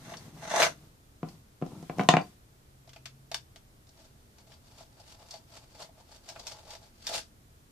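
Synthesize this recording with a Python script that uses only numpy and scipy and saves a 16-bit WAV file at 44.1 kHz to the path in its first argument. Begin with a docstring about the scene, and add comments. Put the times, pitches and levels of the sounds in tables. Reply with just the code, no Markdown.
"""A hex key undoes two bolts of a motorcycle's engine cover in a small garage. The threads stick and slip,
rasping in short turns; the key clicks in the bolt heads and the cover rings hollowly. In between, a hand
rubs and a bolt is put down on a nearby board with a few knocks and one thin ping.
Low room noise and a brief far hum lie underneath."""
import sys
import numpy as np
from scipy import signal
from scipy.fft import rfft, irfft, next_fast_len
from scipy.io import wavfile
from scipy.ndimage import map_coordinates

SR = 44100
rng = np.random.default_rng(int(sys.argv[2]) if len(sys.argv) > 2 else 0)


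def int16_out(signal):
    """Quantize to a 16-bit WAV file."""
    q = np.round(np.clip(np.atleast_2d(signal).T, -1, 1) * 32767)
    wavfile.write(sys.argv[1], SR, q.astype(np.int16))


N = 340011
TIME = np.arange(N) / SR

# key turns: full_speed_s, hold_s, rasp_db, cover_over_rasp_db
TURNS = [(0.105, 0.024, -47, 2), (.19, 0.11, -64.5, 1), (0.55, 0.062, -30.5, 4.5), (0.615, .035, -29.5, -4),
         (3.996, 0.062, -61.5, -3), (4.4, .015, -68, 5), (4.52, 0.019, -60, 0.5), (4.671, .06, -65.5, 0.5),
         (4.786, 0.037, -56.5, -1.5), (4.996, .02, -62, 0), (5.103, 0.02, -52, -6), (5.225, .02, -59, 2.5),
         (5.329, 0.036, -51.5, -0.5), (5.564, 0.011, -51.5, -4), (5.626, .015, -62.5, 2),
         (5.71, .015, -63.5, 1), (5.816, 0.012, -45.5, 1), (5.99, 0.023, -66.5, 7),
         (6.122, 0.043, -57.5, -2), (6.303, 0.018, -51.5, -0.5), (6.368, 0.039, -57.5, 4.5),
         (6.491, 0.039, -49.5, -2.5), (6.562, 0.034, -55.5, 2), (6.709, 0.033, -50, 0.5),
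         (6.843, .025, -63.5, -1.5), (7.141, 0.033, -33.5, -10)]
# first bolt's rasp colour: freq_hz, gain_db
FIRST_RASP = [(590, -47), (1000, -0.5), (2070, 0.5), (2530, -11.5), (2740, -5), (2960, -11.5), (4000, -6.5),
              (4950, -13), (6130, -5), (6850, -10.5), (11600, -21.5), (14500, -45)]
# second bolt's rasp colour: freq_hz, gain_db
SECOND_RASP = [(590, -13), (1000, -23), (1290, -6.5), (1940, -11), (2710, -8), (3100, -8.5), (3420, -7),
               (4280, -9), (4530, -6.5), (5120, -10), (7090, -9.5), (14500, -29.5)]
# first bolt's resonances: pitch_hz, width_hz, gain_db
SHANK_MODES = [(2025, 35, -2.5), (2750, 49, -5), (3490, 74, 0.5), (4010, 38, -4), (5270, 65, -7.5),
               (5750, 28, -9), (6136, 180, -3.5)]


def bolts(second_bolt_s=3):
    """Two bolts unscrew in succession; the key grates faintly in the second even between turns."""
    resting = (3.9, 3.1, -78.5, 0)  # columns as TURNS
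    early = [turn for turn in TURNS if turn[0] < second_bolt_s]
    late = [turn for turn in TURNS if turn[0] >= second_bolt_s] + [resting]
    first = thread(early, FIRST_RASP, SHANK_MODES,
                   cover_db=-4.0, steel_db=1, ring_db=4, chatter_db=3.5, patchy_db=-3.0)
    second = thread(late, SECOND_RASP, KEY_MODES,
                    cover_db=-2.5, steel_db=-0.5, ring_db=-2, chatter_db=3.0, patchy_db=1.5)
    return first + second


def thread(turns, rasp, modes, cover_db, steel_db, ring_db, chatter_db, patchy_db):
    """Stick-slip in a thread: fine slips hiss in the steel, coarse ones ring the cover in spurts."""
    cover_gain, steel_gain = np.zeros(N), np.zeros(N)
    for start_s, hold_s, rasp_db, cover_over_rasp_db in turns:
        turn = swell(start_s, hold_s, rasp_db, rise_db_per_s=202.5, fall_db_per_s=438.5)
        cover_gain = np.maximum(cover_gain, amp(cover_over_rasp_db) * turn)
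        steel_gain = np.maximum(steel_gain, turn)
    grip = amp(chatter_db * wobble(110))
    coarse = grip * amp(patchy_db * wobble(30)) * slips(900, spread_db=0.5)
    hollow = filtered(coarse, lambda hz: resonances(COVER_MODES, hz))
    hollow = unit(band(hollow, 330, 1400, order=2))
    fine = grip * np.array([slips(3200, spread_db=3.0), slips(3200, spread_db=4.5)])
    fine = stereo(fine, [(1000, 0.25), (5000, 0.18)])
    steel = filtered(fine, lambda hz: 1 + amp(ring_db) * resonances(modes, hz))
    return amp(cover_db) * cover_gain * hollow + amp(steel_db) * steel_gain * coloured(steel, rasp)


# key resonances: pitch_hz, width_hz, gain_db
KEY_MODES = [(2060, 130, -16), (2840, 110, -12.5), (3660, 170, -8), (4175, 90, -11), (4523, 82, 5),
             (4940, 110, 3.5), (5480, 160, 5), (6340, 91, -4), (7400, 75, -13.5), (11770, 400, -3.5)]
# key-bolt contacts, hardness = ring over body: start_s, level_db, hardness_db, cover_db
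CLICKS = [(.119, -62, -1, -38.5), (.138, -49, -12, -43), (.169, -56.5, 19, -72), (.452, -50.5, -8, -39.5),
          (.6, -33, -10.5, -17), (.6195, -25, -8.5, -53), (.626, -24, -2.5, -20), (.631, -25.5, -5, -19),
          (.664, -35, -9, -24.5), (1.286, -55, 1.5, -69), (2.875, -62.5, 1, -51), (2.892, -56.5, -1, -71),
          (2.932, -55.5, -1, -65), (2.961, -54.5, -4, -49), (3.056, -43, -1, -53), (3.315, -41.5, 0, -36.5),
          (3.3435, -31.5, -0.5, -41.5), (3.559, -54, -1.5, -54), (3.869, -69.5, 11, -80),
          (3.89, -71.5, 21, -66), (4.383, -60, 1, -61), (4.519, -57.5, -1.5, -69), (4.999, -65.5, 17, -51),
          (5.308, -49.5, 13, -71), (5.339, -51, 6, -42), (6.288, -45.5, 4, -69), (6.297, -50, 5, -48),
          (6.36, -54, -12, -44), (6.395, -50, 7.5, -53), (6.468, -41, 4.5, -47), (6.476, -47, 7, -52),
          (6.52, -53.5, 11, -46.5), (6.705, -49, 5, -60), (6.751, -50.5, 0, -49.5), (6.825, -68, 9, -60),
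          (7.068, -36.5, 7, -51), (7.0742, -38, -0.5, -62)]
# click pitch by hardness (dull low, medium highest, hardest somewhat lower): hardness_db, pitch_hz
BODY_PITCH = [(-19.5, 1030), (-7.5, 1500), (3, 4500), (5, 3250)]
# weak contacts graze, strong ones snap: level_db, t60_s
CONTACT_DECAY = [(-39.5, .05), (-40.5, .036), (-28, 0.03)]


def key_clicks(edge_db=-16.5):
    """Steel meets steel: each contact rings the key and, briefly, the cover."""
    out, t = np.zeros((2, N)), np.arange(SR // 8) / SR
    for start_s, level_db, hardness_db, cover_db in CLICKS:
        body_hz = np.interp(hardness_db, *np.transpose(BODY_PITCH))
        t60_s = np.interp(level_db, *np.transpose(CONTACT_DECAY))
        contact = burst(t, t60_s, correlation=[(1000, 0.65), (6000, 0.38)]) * (1 - np.exp(-t / 0.00036))
        steel = filtered(contact, lambda hz: 1 + 1.8 * resonances(KEY_MODES, hz))
        body = filtered(band(steel, 840, 3300), lambda hz: 1 + resonances([(body_hz, 330, 7)], hz))
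        body = struck(body, level_db - hardness_db / 2, 0.0058)
        ring = struck(band(steel, 3210, 7600), level_db + hardness_db / 2, 0.0093)
        edge = struck(band(steel, 11000, 20000), level_db + edge_db, 0.008)
        cover = struck(cover_ring(t), cover_db - 5.5, 0.004)
        add(out, start_s, body + ring + edge + cover)
    return out


# thread releases: start_s, level_db
JERKS = [(.510, -33), (.539, -24.5), (.566, -25.5), (4.806, -48), (5.89, -55), (7.093, -40), (7.106, -47),
         (7.114, -36.5), (7.144, -39)]


def thread_jerks():
    """The thread catches and jerks free, ringing the cover."""
    out, t = np.zeros((2, N)), np.arange(SR // 8) / SR
    for start_s, level_db in JERKS:
        add(out, start_s, struck(cover_ring(t), level_db, 0.006)[None])
    return out


# engine cover resonances: pitch_hz, width_hz, gain_db
COVER_MODES = [(374, 53, -18), (483, 22, -22.5), (649, 220, -1), (675.7, 49, -1), (841, 82, -3.5)]


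def cover_ring(t):
    """The cover's few modes swell within a couple of cycles and die."""
    ring = sum(amp(db + rng.normal(0, 2.0)) * np.sin(2 * np.pi * hz * t) * np.exp(-np.pi * width_hz * t)
               for hz, width_hz, db in COVER_MODES)
    return ring * (1 - np.exp(-(t / 0.0019) ** 2))


# blows on the board: start_s, thump_db, crack_db, edge_db
KNOCKS = [(1.2302, -31, -45, -64), (1.6151, -40.5, -59, -66), (1.623, -28, -46.5, -67),
          (1.664, -44, -58, -61), (1.827, -44.5, -56.5, -60), (1.897, -35.5, -40.5, -64.5),
          (1.984, -32, -45, -50.5), (1.995, -28.5, -26, -56), (2.0, -26.5, -35, -51),
          (2.01, -28.5, -37, -50.5), (2.035, -38, -42.5, -49.5), (2.0886, -19.5, -11, -22.5),
          (2.138, -20, -20.5, -44.5), (2.1683, -26.5, -22, -44), (2.215, -39, -82, -57)]
# board modes: pitch_hz, gain_db, t60_s
BOARD_MODES = [(173, 3, 0.091), (166, -20.5, 0.21), (198, -6.5, 0.054), (267, -11, 0.13), (295, -10, 0.086),
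               (340.6, -3.5, 0.062), (451, -11, 0.11), (714, -3.5, 0.18), (726, -1.5, .12), (769, -6, .13),
               (823, -12, 0.017), (1034, -6.5, 0.16)]


def board_knocks():
    """Each blow cracks, rings the board's upper modes and pushes its low ones into a thump."""
    out, t = np.zeros((2, N)), np.arange(SR // 3) / SR
    low = np.array([hz < 550 for hz, _, _ in BOARD_MODES])
    for start_s, thump_db, crack_db, edge_db in KNOCKS:
        ring_db = thump_db + 0.58 * (crack_db - thump_db) + 3.5
        modes = np.array([amp(db + rng.standard_normal() - 60 * t / t60_s) * np.sin(2 * np.pi * hz * t)
                          for hz, db, t60_s in BOARD_MODES])
        # a small board radiates almost nothing below its first mode
        thump = struck(band(modes[low].sum(axis=0), 145, 700), thump_db, 0.014)
        crowded = struck(band(burst(t, 0.014, GARAGE_CORRELATION), 550, 1200), ring_db - 7.5, 0.009)
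        ring = struck(band(modes[~low].sum(axis=0), 570, 1495, order=2), ring_db - 3.5, 0.007)
        contact = burst(t, 0.031, GARAGE_CORRELATION) - 0.82 * (t == 0)
        # more edge over crack widens the crack's band upward
        reach_hz = np.interp(edge_db - crack_db, [-24, -8], [2400, 4400])
        crack = struck(band(contact, 1000, reach_hz), crack_db, 0.0023)
        edge = struck(band(contact, 4300, 6600, order=2), edge_db + 1.5, 0.0065)
        add(out, start_s, thump + crowded + ring + crack + edge)
    return out


def settling_bolt(start_s, level_db, t60_s=0.09):
    """The bolt tips over and gives one thin ping."""
    out, t = np.zeros((2, N)), np.arange(SR // 4) / SR
    modes = np.sin(2 * np.pi * 4640 * t) + np.sin(2 * np.pi * 4665 * t) / 2
    add(out, start_s, amp(level_db - 60 * t / t60_s) * modes[None])
    return out


# hand slides: full_speed_s, hold_s, rub_db, hiss_db
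SLIDES = [(-0.006, 0.27, -45.5, -57.5), (0.351, 0.35, -45.5, -58.5), (.75, 0.11, -54.5, -65),
          (1.273, 0.046, -49, -61), (1.66, 0.61, -53.5, -60), (1.72, 0.033, -39, -68),
          (1.987, 0.016, -35, -52)]
# rub colour: freq_hz, gain_db
RUB_SPECTRUM = [(59, -41.5), (100, -8), (178, 0), (221, -8.5), (285, -16), (312, -7.5), (425, -19.5),
                (646, -21), (972, -24.5), (1400, -30.5), (1820, -53), (3080, -120)]


def hand_slides():
    """Skin drags over the tool and the board: a dull rub with a faint hiss."""
    rub_gain, hiss_gain = np.zeros(N), np.zeros(N)
    for start_s, hold_s, rub_db, hiss_db in SLIDES:
        slide = swell(start_s, hold_s, 0, rise_db_per_s=298.5, fall_db_per_s=129.5)
        rub_gain = np.maximum(rub_gain, amp(rub_db - 4.5) * slide)
        hiss_gain = np.maximum(hiss_gain, amp(hiss_db - 2.5) * slide)
    rub = coloured(slips(700, spread_db=-2.5), RUB_SPECTRUM)
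    hiss = coloured(rng.standard_normal((2, N)), [(400, -21.5), (1500, -2), (6000, -4), (14000, -12.5)])
    return rub_gain * rub + hiss_gain * hiss


# reverb decay: freq_hz, t60_s
GARAGE_DECAY = [(150, 0.18), (700, 0.15), (3000, 0.14), (6000, 0.16), (13000, .15)]
# left-right likeness in the garage: freq_hz, correlation
GARAGE_CORRELATION = [(150, 1), (300, 0.61), (700, 0.033), (1200, 0.85), (4000, 0)]


def garage(x, wet_db, build_s):
    """The walls scatter all but the bass into a short tail, added to the direct sound."""
    hz, t, noise = signal.stft(rng.standard_normal((2, SR // 2)), SR, nperseg=256)
    decay = amp(-60 * t / along(GARAGE_DECAY, hz)[:, None])
    tail = stereo(signal.istft(noise * decay, SR, nperseg=256)[1], GARAGE_CORRELATION)
    tail *= 1 - np.exp(-(np.arange(tail.shape[1]) / SR / build_s) ** 2)
    tail = band(tail / np.linalg.norm(tail[0]), 100, 17000, order=1)
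    return x + amp(wet_db) * signal.fftconvolve(x, tail, axes=1)[:, :N]


# room noise colour: freq_hz, gain_db
ROOM_SPECTRUM = [(12, -35.5), (20, -3), (43, -5), (60, -4.5), (130, -4), (158, -12), (214, -11.5),
                 (403, -17), (517, -20), (662, -20), (719, -21.5), (1180, -23.5), (2630, -29.5),
                 (3560, -29), (14500, -32.5)]
# left-right likeness of the room noise: freq_hz, correlation
ROOM_CORRELATION = [(60, 1), (150, 0.84), (380, 0.72), (950, -0.49), (2380, -0.17), (5980, 0.088),
                    (15000, -0.2)]


def room_noise(level_db=-58.5):
    """Steady low noise, alike on both sides in the bass."""
    return amp(level_db) * coloured(stereo(rng.standard_normal((2, N)), ROOM_CORRELATION), ROOM_SPECTRUM)


def far_hum():
    """A slightly wavering tone swells once and fades."""
    pitch_hz = 133 + 1.4 * wobble(3.1)
    gain = swell(start_s=3.0, hold_s=0.18, level_db=-54.5, rise_db_per_s=27.5, fall_db_per_s=31)
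    return gain * np.sin(2 * np.pi * np.cumsum(pitch_hz) / SR)


def amp(db):
    return 10 ** (np.asarray(db) / 20)


def unit(x):
    return x / np.sqrt(np.mean(x ** 2) + 1e-20)


def along(points, hz):
    """Interpolate (freq_hz, value) points on a log axis."""
    freq_hz, values = np.transpose(points)
    return np.interp(np.log(hz + 1), np.log(freq_hz + 1), values)


def wobble(knots_per_s):
    """Smooth random curve."""
    return map_coordinates(rng.standard_normal(int(N * knots_per_s / SR) + 4), [TIME * knots_per_s])


def filtered(x, response):
    """Apply a complex frequency response."""
    n = x.shape[-1]
    padded = next_fast_len(n + 8192)
    return irfft(rfft(x, padded) * response(np.fft.rfftfreq(padded, 1 / SR)), padded)[..., :n]


def coloured(x, spectrum):
    """Shape by (freq_hz, gain_db) points, to rms 1."""
    return unit(filtered(x, lambda hz: amp(along(spectrum, hz))))


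def band(x, low_hz, high_hz, order=3):
    """Causal band-pass."""
    return signal.sosfilt(signal.butter(order, [low_hz, high_hz], "band", fs=SR, output="sos"), x)


def resonances(modes, hz):
    """Causal response of parallel resonators."""
    return sum(amp(db) * 1j * hz * width_hz / (pitch_hz ** 2 - hz ** 2 + 1j * hz * width_hz)
               for pitch_hz, width_hz, db in modes)


def stereo(pair, correlation):
    """Mix two unrelated signals to a left and right of given correlation."""
    def weights(hz):
        angle = np.arccos(np.clip(along(correlation, hz), -1, 1)) / 2
        return np.array([np.cos(angle), np.sin(angle)])
    mid, side = filtered(pair, weights)
    return np.array([mid + side, mid - side])


def burst(t, t60_s, correlation):
    """Crowded modes as decaying noise, energy 1 per channel."""
    x = stereo(rng.standard_normal((2, len(t))), correlation) * amp(-60 * t / t60_s)
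    return x / np.linalg.norm(x, axis=1, keepdims=True)


def slips(rate_per_s, spread_db):
    """Tiny stick-slip releases, random in time and size."""
    impulses = (rng.random(N) < rate_per_s / SR) * rng.choice([-1, 1], N)
    return unit(impulses * amp(spread_db * rng.standard_normal(N)))


def struck(x, rms_db, attack_s):
    """Scale a hit to rms_db over its first attack_s."""
    return amp(rms_db) * x / np.sqrt(np.mean(x[..., :int(attack_s * SR)] ** 2))


def swell(start_s, hold_s, level_db, rise_db_per_s, fall_db_per_s):
    """Gain that reaches level_db at start_s, holds and falls."""
    before_s, after_s = np.maximum(start_s - TIME, 0), np.maximum(TIME - start_s - hold_s, 0)
    return amp(level_db - rise_db_per_s * before_s - fall_db_per_s * after_s)


def add(track, start_s, sound):
    part = track[:, round(start_s * SR):][:, :sound.shape[1]]
    part += sound[:, :part.shape[1]]


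# stereo balance: freq_hz, left_minus_right_db
BALANCE = [(300, 2), (700, 1.5), (1300, -0.5), (2400, 1), (4400, 6.5), (8100, -6), (14000, -8.5)]


def scene():
    """Bolts and board in the garage, over room noise and hum."""
    work = garage(bolts() + key_clicks() + thread_jerks(), wet_db=-6.0, build_s=0.0036)
    board = board_knocks() + hand_slides() + settling_bolt(start_s=2.213, level_db=-50)
    board = garage(board, wet_db=-5.5, build_s=0.0077)
    sides, right_lead_s = np.array([[1], [-1]]), 4e-5
    work = filtered(work, lambda hz: np.exp(-1j * np.pi * sides * hz * right_lead_s))
    foreground = filtered(work + board, lambda hz: amp(sides * along(BALANCE, hz) / 2))
    return foreground + room_noise() + far_hum()


def record(dry):
    """Hard limit at full scale, then a steep low-pass."""
    cutoff_hz = 14700
    return filtered(np.clip(dry, -1, 1), lambda hz: 1 / (1 + (hz / cutoff_hz) ** 120))


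dry = scene()
out = record(dry)
int16_out(out)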